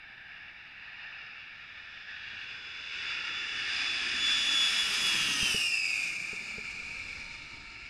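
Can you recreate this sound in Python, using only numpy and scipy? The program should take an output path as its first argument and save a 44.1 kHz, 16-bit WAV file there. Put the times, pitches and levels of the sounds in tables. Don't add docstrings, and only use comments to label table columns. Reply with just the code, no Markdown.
import sys
import numpy as np
from scipy import signal
from scipy.fft import rfft, irfft, next_fast_len
from scipy.io import wavfile
from scipy.ndimage import uniform_filter1d

SR = 44100
rng = np.random.default_rng(int(sys.argv[2]) if len(sys.argv) > 2 else 0)


def transcribe(signal):
    frames = np.atleast_2d(signal).T
    limited = np.clip(frames, -1, 1)
    pcm = np.round(limited * 32767).astype(np.int16)
    wavfile.write(sys.argv[1], SR, pcm)


N = 347949
TIME = np.arange(N) / SR
SLOW_TIME = np.linspace(0, TIME[-1], 8192)
SPEED_M_S, HEIGHT_M, SOUND_M_S = 73.8, 30.2, 343
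MACH = SPEED_M_S / SOUND_M_S
OVERHEAD_S = 5.64


# (frequency [Hz], level [dB])
INTAKE_SPECTRUM = [(500, -36.5), (1000, -15.5), (1300, -13.5), (1700, -6), (2600, -3.5), (3600, 0.5),
                   (5000, -10), (6200, -16.5), (8000, -24), (10000, -23.5), (11500, -54), (15000, -62)]
# (start [deg from nose], end [deg], level at start [dB], slope [dB/deg], opening steepness [exponent])
INTAKE_BEAMS = [(1.42, 94, -56, -0.34, 4.7), (160.4, 177, -79.5, 0.23, 7.2)]
def intake_noise():
    rush = noise(lambda hz, t: spectrum(INTAKE_SPECTRUM, hz) + howl_db(hz, t)
                 + heard_db(INTAKE_BEAMS, hz, t))
    return rush * flutter(db=.76, rate_hz=8.7)


def howl_db(hz, t, near_hz=960, octave_m=438, width_hz=120):
    distance, _ = flight(t)
    centre_hz = near_hz * 2 ** (distance / octave_m)
    height_db = 3 + 11.5 * np.exp(-distance / 67)
    return height_db * bell(hz, centre_hz, width_hz)


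# (frequency [Hz], level [dB])
EXHAUST_SPECTRUM = [(30, -16), (70, 0), (130, -6.5), (220, -2), (370, -6.5), (520, -15), (800, -14),
                    (1300, -3), (3000, -30)]
EXHAUST_BEAMS = [(1.5, 6, -86.5, 1, 6), (5.5, 97, -74, -0.1483, 5.5), (119, 177, -89, 0.1147, 7.9)]
def exhaust_roar():
    roar = noise(lambda hz, t: spectrum(EXHAUST_SPECTRUM, hz) + heard_db(EXHAUST_BEAMS, hz, t))
    return roar * flutter(db=1.53, rate_hz=16)


# (frequency [Hz], level [dB])
REAR_FAN_SPECTRUM = [(700, -29.5), (1200, -19), (1700, -17.5), (2300, -18), (2600, -3), (2850, 0.5),
                     (3200, -9.5), (3700, -12.5), (4600, -13), (6000, -19.5), (8500, -22.5), (11000, -31),
                     (15000, -49.5)]
REAR_FAN_BEAMS = [(12.64, 71, -58.5, -0.36, 11), (60, 177, -75.5, 0.048, 6)]
def rear_fan_hiss(rest_hz=2800):
    hiss = noise(lambda hz, t: spectrum(REAR_FAN_SPECTRUM, hz * rest_hz / blade_tone_hz(t))
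                 + heard_db(REAR_FAN_BEAMS, hz, t))
    return hiss * flutter(db=1, rate_hz=22)


# (frequency [x blade tone], relative level [dB], line width [Hz])
WHISTLE_TONES = [(1, 0, 5), (2, -21, 10), (3, -27, 14)]
# (time [s], speed [ratio])
WHISTLE_SPEED = [(1.8, .921), (2.5, .986), (3.0, 1), (5.15, 1.002), (5.3, 1.015), (5.5, 1.021),
                 (5.75, 1.008)]
# (time [s], duration [s], level [dB])
WHISTLE_FLARES = [(3.1, 0.088, 9.5), (3.36, 0.16, 7.5), (3.85, 0.39, 6), (4.29, 0.25, 12.5),
                  (4.57, 0.31, 13.5), (4.8, 0.049, 9), (4.91, 0.081, -4), (5.06, 0.1, 5), (5.46, 0.11, 10)]
WHISTLE_BEAMS = [(5.2, 73.6, -30, -0.17, 8)]
def fan_whistle():
    blade_hz = blade_tone_hz(SLOW_TIME) * curve(WHISTLE_SPEED, SLOW_TIME)
    level_db = beamed_db(WHISTLE_BEAMS, SLOW_TIME) + swell_db(WHISTLE_FLARES, SLOW_TIME, order=4)
    return tones(WHISTLE_TONES, blade_hz, level_db, scatter=.22)


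INTAKE_TONES = [(.312, 8, 9), (.398, 11, 6), (.586, 16, 7), (.85, 21, 6), (.912, 24, 5), (.968, 29, 5),
                (1.59, 9, 9), (1.7, 4, 9), (1.826, 13, 4), (1.885, 2, 6), (1.94, 4, 8), (2.055, 4, 5),
                (2.5, 1, 90), (2.916, -2, 8)]
INTAKE_TONE_BEAMS = [(6.7, 76, -57, -0.29, 4.4)]
DUCT_TONES = [(1, 0, 9), (1.02, -4, 9), (.893, -3, 10), (1.945, -10, 14), (2.02, -12, 14), (1.87, -10, 70),
              (3.0, -17, 260)]
DUCT_BEAMS = [(40, 138, -43, -0.083, 9), (139, 220, -55.5, 0.032, 9)]
TURBINE_TONES = [(.402, 1.2, 3.8), (.6, 5, 100), (1.68, 1, 25), (1.84, 18.2, 250)]
TURBINE_BEAMS = [(144.3, 177, -70.5, 0.35, 4.4)]
def engine_whine():
    blade_hz = blade_tone_hz(SLOW_TIME)
    intake = tones(INTAKE_TONES, blade_hz, beamed_db(INTAKE_TONE_BEAMS, SLOW_TIME), scatter=.4)
    duct = tones(DUCT_TONES, blade_hz, beamed_db(DUCT_BEAMS, SLOW_TIME), scatter=.3)
    turbine = tones(TURBINE_TONES, blade_hz, beamed_db(TURBINE_BEAMS, SLOW_TIME), scatter=.35)
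    return intake + duct + turbine


PLUME_BEAMS = [(159.4, 177, -72, -.35, 9.4)]
def plume_rumble(corner_hz=90):
    return noise(lambda hz, t: beamed_db(PLUME_BEAMS, t) - 10 * np.log10(1 + (hz / corner_hz) ** 4))


# (time [s], frequency before Doppler [Hz])
BLADE_PITCH = [(2.5, 2743), (4.7, 2725), (5.15, 2791), (7.89, 2753)]
def blade_tone_hz(t):
    _, angle = flight(t)
    return curve(BLADE_PITCH, t) / (1 - MACH * np.cos(angle))


def flight(t):
    along = SPEED_M_S * (t - OVERHEAD_S) + MACH * HEIGHT_M
    contraction = 1 - MACH ** 2
    distance = (np.sqrt(along ** 2 + contraction * HEIGHT_M ** 2) - MACH * along) / contraction
    return distance, np.arccos(MACH - along / distance)


def beamed_db(beams, t, reference_m=100, closing=12):
    distance, angle = flight(t)
    power = 0
    for start, end, db, slope, opening in beams:
        opens, closes = (np.tan(np.radians(np.clip(edge, 1, 179)) / 2) / np.tan(angle / 2)
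                         for edge in (start, end))
        inside = 1 / ((1 + opens ** opening) * (1 + closes ** -closing))
        power = power + (inside * undb(db + slope * (np.degrees(angle) - start))) ** 2
    return 10 * np.log10(power) - 20 * np.log10(distance / reference_m)


def air_loss_db(hz, t, db_per_m=.1478, reference_m=38.4):
    distance, _ = flight(t)
    return db_per_m * (distance - reference_m) * (hz / 10000) ** 1.56


# (time [s], duration [s], level at swell_hz [dB])
SWELLS = [(.3, 0.51, 1.5), (1.15, 0.47, 1.5), (1.7, 0.83, -2.5), (2.75, 0.26, -1), (3.1, 0.37, 3),
          (3.88, 0.67, 4), (4.16, 0.39, -1.5), (4.31, 0.17, 2.5), (5.55, 0.28, 5.5), (5.78, 0.15, 0.5),
          (6.02, 0.27, 3), (7.15, 0.73, 2.5)]
def heard_db(beams, hz, t, swell_hz=2520):
    swells = swell_db(SWELLS, t, order=2) * (hz / swell_hz) ** .24
    return beamed_db(beams, t) + swells + patches_db(hz, t) - air_loss_db(hz, t)


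def tones(lines, blade_hz, level_db, scatter):
    turns = np.cumsum(audio_rate(blade_hz)) / SR
    total = 0
    for multiple, db, width in lines:
        share = scatter * np.sqrt(width / 10)
        field = (1 + share * (walk(width) + 1j * walk(width))) / np.sqrt(.5 + share ** 2)
        amplitude = np.abs(field) * undb(level_db + db - air_loss_db(multiple * blade_hz, SLOW_TIME))
        drift = audio_rate(np.unwrap(np.angle(field)))
        total = total + audio_rate(amplitude) * np.cos(2 * np.pi * multiple * turns + drift)
    return total


def flutter(db, rate_hz):
    return audio_rate(undb(db * walk(rate_hz)))


def patches_db(hz, t, depth_db=1.5, length_s=.29, width_hz=220):
    field = rng.standard_normal((len(hz), len(t)))
    for _ in range(2):
        field = uniform_filter1d(field, max(1, int(width_hz / hz[1, 0])), axis=0)
        field = uniform_filter1d(field, max(1, int(length_s / t[1])), axis=1)
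    return depth_db * field / field.std()


def ground_echo(x, db=-4.5, soft_hz=900, give_rad=.83, overhead_lag_s=.0081):
    returned = filtered(x, lambda hz: undb(db) * np.exp(-hz / soft_hz
                                                        - 1j * give_rad * np.sqrt(hz / soft_hz)))
    _, angle = flight(TIME)
    lag = overhead_lag_s * np.sin(angle) ** .703
    return np.interp(TIME - lag, TIME, returned)


# (time [s], level [dB], contact time [s])
BUMPS = [(5.428, -24.5, 0.0029), (5.545, -28.5, 0.0013), (6.33, -38, 0.0007), (6.582, -36, 0.00073)]
# (frequency [Hz], level [dB], 60 dB decay time [s])
CASE_MODES = [(74.5, -9, 0.028), (208, -1.5, 0.04), (426, -1, 0.057), (840, -19, 0.014)]
def hand_bumps():
    t = TIME[:SR // 10]
    ring = sum(undb(db) * np.sin(2 * np.pi * hz * t) * np.exp(-np.log(1000) * t / t60)
               for hz, db, t60 in CASE_MODES)
    force = 0
    for onset, db, contact in BUMPS:
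        push = np.sin(np.pi * np.clip((TIME - onset) / contact, 0, 1))
        force = force + undb(db) * push / push.sum()
    return signal.fftconvolve(force, ring)[:N]


# (time [s], level [dB], decay time [s])
GRIP_SLIPS = [(6.904, -74, .004), (6.918, -69, .01), (7.113, -89, .002), (7.383, -80, 0.0022)]
def grip_ticks():
    envelope = sum(undb(db) * np.exp(-np.abs(TIME - onset) / decay) * (TIME >= onset)
                   for onset, db, decay in GRIP_SLIPS)
    return filtered(envelope * rng.standard_normal(N), lambda hz: bell(hz, 12500, width_hz=2800))


# (frequency [Hz], width [Hz], gain [dB])
CASE_RESPONSE = [(1740, 40, 2), (2036, 79, -9.5), (2910, 360, 5), (3149, 171.6, -16), (4140, 635, -10),
                 (4947, 253, 9.5), (1064, 107, -10.5), (1464, 113, -2.5), (6220, 230, -2), (8720, 340, 2.5),
                 (6850, 240, -2), (7170, 67, 6)]
def case_gain(hz):
    return undb(sum(db * bell(hz, centre, width) for centre, width, db in CASE_RESPONSE))


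# (frequency [Hz], level per Hz [dB])
BACKGROUND_SPECTRUM = [(30, -91), (80, -88), (200, -94), (500, -104), (1500, -113), (6000, -124),
                       (10000, -129), (15000, -132)]
def background():
    return noise(lambda hz, t: spectrum(BACKGROUND_SPECTRUM, hz))


def noise(density_db, size=1024):
    hz, t, white = signal.stft(rng.standard_normal(N) * np.sqrt(SR / 2), SR, nperseg=size)
    return signal.istft(white * undb(density_db(hz[:, None], t)), SR, nperseg=size)[1][:N]


def walk(rate_hz):
    hz = np.fft.rfftfreq(len(SLOW_TIME), SLOW_TIME[1])
    motion = irfft(rfft(rng.standard_normal(len(SLOW_TIME))) * bell(hz, 0, rate_hz))
    return motion / motion.std()


def filtered(x, gain):
    size = next_fast_len(N + SR // 4)
    return irfft(rfft(x, size) * gain(np.fft.rfftfreq(size, 1 / SR)), size)[:N]


def swell_db(rows, t, order):
    return sum(db * np.exp(-np.abs(2 * (t - centre) / length) ** order) for centre, length, db in rows)


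def spectrum(points, hz):
    at, db = np.transpose(points)
    return np.interp(np.log(np.maximum(hz, 1)), np.log(at), db)


def curve(rows, t):
    return np.interp(t, *np.transpose(rows))


def audio_rate(slow):
    return np.interp(TIME, SLOW_TIME, slow)


def bell(hz, centre_hz, width_hz):
    return np.exp(-.5 * ((hz - centre_hz) / width_hz) ** 2)


def undb(db):
    return 10 ** (np.asarray(db) / 20)


def scene():
    jet = exhaust_roar() + intake_noise() + rear_fan_hiss() + fan_whistle() + engine_whine()
    return (jet + ground_echo(jet) + plume_rumble() + hand_bumps() + grip_ticks())[None]


def record(dry):
    cased = filtered(dry[0], case_gain)
    low_pass = signal.ellip(10, .2, 70, 15200, fs=SR, output="sos")
    return signal.sosfilt(low_pass, cased + background())[None]


dry = scene()
out = record(dry)
transcribe(out)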